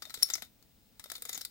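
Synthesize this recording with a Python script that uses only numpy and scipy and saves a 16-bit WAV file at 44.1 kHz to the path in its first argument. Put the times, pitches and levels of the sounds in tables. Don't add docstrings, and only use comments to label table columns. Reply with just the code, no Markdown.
import sys
import numpy as np
from scipy import signal
from scipy.fft import rfft, irfft
from scipy.io import wavfile
from scipy.ndimage import uniform_filter1d

SR = 44100
rng = np.random.default_rng(int(sys.argv[2]) if len(sys.argv) > 2 else 0)


def generate_wav(sig):
    pcm = np.round(np.clip(np.atleast_2d(sig).T, -1, 1) * 32767).astype(np.int16)
    wavfile.write(sys.argv[1], SR, pcm)


N = 66150
FFT_SIZE = 2 ** 17
TIME = np.arange(N) / SR
FREQS = np.arange(FFT_SIZE // 2 + 1) * SR / FFT_SIZE


def clicks():
    # t/s, relative bass, middle and treble level/dB, decay time constant/s,
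    # resonance f/Hz, left-right/dB
    slips = [ (.0211, -44, -41, -41, .006, 5400, 6), (.052, -50, -44, -51, .005, 3900, 8),
             (.0957, -53, -48, -52, .007, 4100, 4), (.1037, -49, -50, -46, .0035, 4000, 6),
             (.1402, -46, -36, -39, .0075, 7600, 5), (.1728, -55, -49, -58, .005, 3700, 10),
             (.2244, -37, -32, -30, .002, 5450, 5), (.2291, -53, -33, -27, .003, 5700, 5),
             (.2874, -53, -45, -45, .006, 5500, 5), (.2995, -41, -33, -37, .007, 7500, 5),
             (.3361, -47, -35, -36, .004, 6550, 13), (.3525, -39, -34, -34, .004, 5400, 8),
             (.3785, -50, -50, -49, .005, 5280, 10), (.4208, -42, -40, -39, .0045, 3700, 9),
             (.6247, -68, -61, -58, .0037, 4800, 7), (.9952, -47.5, -45.5, -46.5, .0055, 8100, 9),
             (1.0397, -53, -45.5, -42, .0035, 3700, 4), (1.0574, -54, -53, -57, .005, 8250, 7),
             (1.0995, -46, -39, -38.5, .003, 3730, 7), (1.1168, -42, -35, -32.5, .003, 8700, 7),
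             (1.1523, -50, -39, -44, .0045, 4050, 7), (1.1629, -61, -58, -46, .0044, 5500, 0),
             (1.1802, -55, -54, -49, .003, 4040, 7), (1.2212, -48, -41, -33, .003, 8550, 7),
             (1.2515, -46, -41, -38, .0058, 7100, 7), (1.2883, -53, -47, -45, .005, 6900, 8),
             (1.2922, -42, -36, -34, .004, 6900, 7), (1.3289, -49, -34.5, -37, .003, 6900, 7),
             (1.3445, -52, -46, -44, .005, 6570, 10), (1.3536, -51, -44, -50, .007, 6350, 9),
             (1.3753, -45, -38, -35, .004, 7750, 7), (1.4095, -47, -42, -42, .0045, 5300, 8),
             (1.4139, -55, -40, -39, .0026, 5250, 8), (1.4492, -46, -38, -33, .004, 4630, 6)]
    rise_s, hold_s = .0012, .0014
    bass_edge_hz, treble_edge_hz, band_trim_db = 2800, 8000, np.array([1, -4, 1])
    ping_db, ping_width_hz = -3, 450
    bass = 1 / np.sqrt(1 + (FREQS / bass_edge_hz) ** 12)
    treble = np.sqrt(1 - 1 / (1 + (FREQS / treble_edge_hz) ** 12))
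    middle = np.sqrt(np.maximum(1 - bass ** 2 - treble ** 2, 0))
    forces, pings, grains = np.zeros((3, 2, N)), np.zeros((2, N)), grit()
    radius = np.exp(-np.pi * ping_width_hz / SR)
    for t, bass_db, middle_db, treble_db, decay_s, hz, pan_db in slips:
        span = slice(int(t * SR), int(t * SR) + SR // 10)
        age = TIME[span] - TIME[span][0]
        decay = np.exp(-np.maximum(age - hold_s, 0) / decay_s)
        burst = pan(pan_db) * np.minimum(age / rise_s, 1) * decay
        band_gains = from_db(band_trim_db + [bass_db, middle_db, treble_db])
        forces[:, :, span] += band_gains[:, None, None] * burst
        drive = from_db(middle_db + ping_db) * np.sqrt((1 - radius ** 2) / 2) * burst * grains[:, span]
        pings[:, span] += resonator(drive, hz, radius)
    colour, bands = contact_colour(), (bass, middle, treble)
    return pings + sum(shape(force * grit(), colour * band) for force, band in zip(forces, bands))


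def grit():
    # f/Hz, correlation
    likeness = [(100, 0.63), (600, .75), (1500, 0.563), (5000, 0.69), (15000, 0.13)]
    impacts_per_s, size_spread_db, levelling_s, right_lag_s = 6800, 1, .0015, .00014
    sizes = from_db(size_spread_db * np.minimum(rng.exponential(1, (2, N)), 4))
    signs = rng.choice([-1, 1], (2, N))
    grains = sizes * signs * (rng.random((2, N)) < impacts_per_s / SR)
    grains /= np.sqrt(uniform_filter1d(grains ** 2, size=int(levelling_s * SR)) + 1e-2)
    stereo = spread(grains, at_hz(likeness, FREQS))
    delay = np.exp(-2j * np.pi * FREQS * np.array([[0], [right_lag_s]]))
    return rms_one(filtered(stereo, delay))


def contact_colour():
    # f/Hz, relative spectral level/dB
    spectrum = [(88, -27), (150, -14), (854, -8.5), (1100, -11), (1310, -2), (1830, -4.5), (2020, 0.5),
                (2650, -8.5), (3220, -1.5), (3770, 3), (4320, -1.5), (5360, 3.5), (5910, -6), (6640, -1),
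                (10600, -6), (11500, 0.5), (12400, -10), (15100, 2.5), (16000, -10.5)]
    # f/Hz, left-right/dB
    balance = [(100, 2), (450, 1), (1200, -0.5), (3300, -0.5), (5500, 12.5), (9000, 0), (15000, -6)]
    return from_db(at_hz(spectrum, FREQS)) * pan(at_hz(balance, FREQS)) * low_cut(hz=90)


def squeaks():
    # peak t/s, rise/s, fall/s, first f/Hz, last f/Hz, level/dB,
    # relative level/dB of the second and third harmonics
    tones = [(0.228, .0015, 0.004, 5390, 5400, -22.5, -3.5, -33),
             (.2311, 0.000518, 0.0016, 5530, 5387, -12, -0.5, -7),
             (.3379, 0.0012, 0.0011, 6870, 6550, -19, -31, -34),
             (0.3421, .002, 0.0019, 5265, 5350, -25.5, -19, -7),
             (1.333, 0.001, 0.0058, 6850, 6800, -37, -10, -48),
             (1.349, 0.0022, .007, 7300, 6140, -34, -26, -42.5)]
    balance = [12, -2.5, 8.5]
    wander_share, flutter_db, wander_hz = .074, 1.66, 1479
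    side_phase = np.array([[0], [np.pi / 2]])
    out = np.zeros((2, N))
    for t, rise_s, fall_s, first_hz, last_hz, db, second_db, third_db in tones:
        age = TIME - t
        swell = np.exp(-np.minimum(np.where(age < 0, (age / rise_s) ** 2, age / fall_s), 20))
        glide = np.interp(age, [-rise_s, fall_s], [first_hz, last_hz])
        hz = glide * (1 + wander_share * drift(wander_hz))
        phase = 2 * np.pi * np.cumsum(hz) / SR
        offsets = rng.uniform(0, 2 * np.pi, 3)
        for k, harmonic_db in enumerate((0, second_db, third_db)):
            gain = from_db(db + harmonic_db + flutter_db * drift(wander_hz)) * pan(balance[k])
            out += gain * swell * np.sin((k + 1) * phase + offsets[k] + side_phase)
    return out


def rubbing():
    # t/s, level/dB
    course = [(0, -72), (.04, -58), (.12, -62.5), (.2, -53), (.29, -54.5), (.37, -51), (.41, -61.5),
              (.45, -58), (.49, -78.5), (.96, -75), (1.01, -67.5), (1.09, -62.5), (1.15, -52), (1.2, -62.5),
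              (1.28, -56.5), (1.35, -48.5), (1.43, -59), (1.5, -70)]
    flutter_db = 1.5
    level_db = np.interp(TIME, *np.transpose(course)) + flutter_db * drift(hz=121)
    return shape(grit() * from_db(level_db) * pan(db=-2), contact_colour())


def tool_ring(contacts):
    # f/Hz, drive level/dB, T60/s
    tool_modes = [(1328, -55, 0.055), (2048, -54, 0.046), (3664, -40, 0.078), (3990, -41, 0.059),
                  (4350, -39, .06), (4677, -44.5, .06), (5420, -44.5, 0.021), (5950, -45.5, .04),
                  (6310, -41, 0.029), (10360, -45, 0.044), (11380, -45, .04)]
    swing_db, grip_change_hz = 4, 26.8
    out = 0
    for hz, db, t60 in tool_modes:
        drive = contacts * from_db(db + swing_db * drift(grip_change_hz))
        out = out + .5 * resonator(drive, hz, radius=from_db(-60 / (t60 * SR)))
    return out


def finger_bumps():
    # t/s, f/Hz, peak level/dB
    knocks = [(.070, 625, -54), (.174, 444, -52), (0.179, 126, -53), (.229, 87, -54), (.368, 87, -62),
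              (.381, 653, -54.5), (.424, 224, -54.5), (.996, 80, -57), (1.058, 590, -54), (1.123, 673, -53),
              (1.182, 500, -60.5), (1.222, 500, -54), (1.256, 477, -52), (1.294, 476, -52.5),
              (1.378, 273, -55.5)]
    rise_s = .0019
    out = np.zeros(N)
    for t, hz, db in knocks:
        age = np.maximum(TIME - t, 0)
        scaled_age = np.minimum(age / rise_s, 40)
        swell = np.sqrt(scaled_age) * np.exp((1 - scaled_age) / 2)
        out += from_db(db) * swell * np.sin(2 * np.pi * hz * age)
    return out * pan(db=9)


def reverberation(direct):
    t60_s, tail_db, delay_s, crossfeed = .19, -13, .0017, .23
    tail = rng.standard_normal((2, N)) * from_db(-60 * TIME / t60_s) * (TIME > delay_s)
    tail /= np.sqrt(np.sum(tail ** 2, axis=1, keepdims=True))
    return from_db(tail_db) * signal.fftconvolve(direct + crossfeed * direct[::-1], tail, axes=1)[:, :N]


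def room_tone():
    # f/Hz, relative spectral level/dB
    spectrum = [(15, -19), (25, -0.5), (82, -5), (120, -6.5), (206, -8), (277, -7.5), (301, -18),
                (335, -18), (384, -24.5), (427, -14.5), (531, -17.5), (911, -23), (988, -26.5),
                (1940, -27.5), (2220, -25.5), (3620, -26), (11600, -31), (13200, -30.5), (16000, -17.5)]
    # f/Hz, level/dB, half-width/Hz
    hum_bands = [(84, -83, 11), (222, -80.5, 10), (322, -81.5, 4.8), (15730, -79, 170)]
    air_db, correlation = -63, .4
    air_gain = from_db(at_hz(spectrum, FREQS)) * low_cut(hz=35)
    air = from_db(air_db) * shape(spread(rng.standard_normal((2, N)), correlation), air_gain)
    hum_gain = sum(from_db(db) * rms_one(1 / (1 + ((FREQS - hz) / half_width_hz) ** 2))
                   for hz, db, half_width_hz in hum_bands)
    hum = filtered(spread(rng.standard_normal((2, N)), correlation), hum_gain)
    return (air + hum) * pan(db=3)


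def from_db(db):
    return 10 ** (np.asarray(db) / 20)


def rms_one(x):
    return x / np.sqrt(np.mean(x ** 2) + 1e-20)


def at_hz(points, hz):
    freqs, values = np.transpose(points)
    return np.interp(np.log(np.maximum(hz, 1)), np.log(freqs), values)


def pan(db):
    gains = from_db(np.array([[.5], [-.5]]) * db)
    return gains / np.sqrt(np.mean(gains ** 2, axis=0))


def drift(hz):
    return rms_one(signal.sosfilt(signal.butter(2, hz, fs=SR, output="sos"), rng.standard_normal(N)))


def low_cut(hz):
    return FREQS / np.hypot(FREQS, hz)


def resonator(drive, hz, radius):
    feedback = [1, -2 * radius * np.cos(2 * np.pi * hz / SR), radius ** 2]
    return signal.lfilter([1, 0, -1], feedback, drive + 1e-18)


def filtered(x, response):
    return irfft(rfft(x, FFT_SIZE) * response)[..., :N]


def shape(x, gain):
    cepstrum = irfft(np.log(rms_one(gain) + 1e-6))
    cepstrum[..., 1:FFT_SIZE // 2] *= 2
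    cepstrum[..., FFT_SIZE // 2 + 1:] = 0
    return filtered(x, np.exp(rfft(cepstrum)))


def spread(pair, correlation):
    first, second = rfft(pair, FFT_SIZE)
    mid = first * np.sqrt((1 + correlation) / 2)
    side = second * np.sqrt((1 - correlation) / 2)
    return irfft(np.array([mid + side, mid - side]))[:, :N]


def scene():
    contacts = clicks() + rubbing() + squeaks()
    tool = contacts + tool_ring(contacts) + finger_bumps()
    return tool + reverberation(tool) + room_tone()


def record(dry):
    cutoff_hz = 16000
    return filtered(dry, 1 / np.sqrt(1 + (FREQS / cutoff_hz) ** 240))


dry = scene()
out = record(dry)
generate_wav(out)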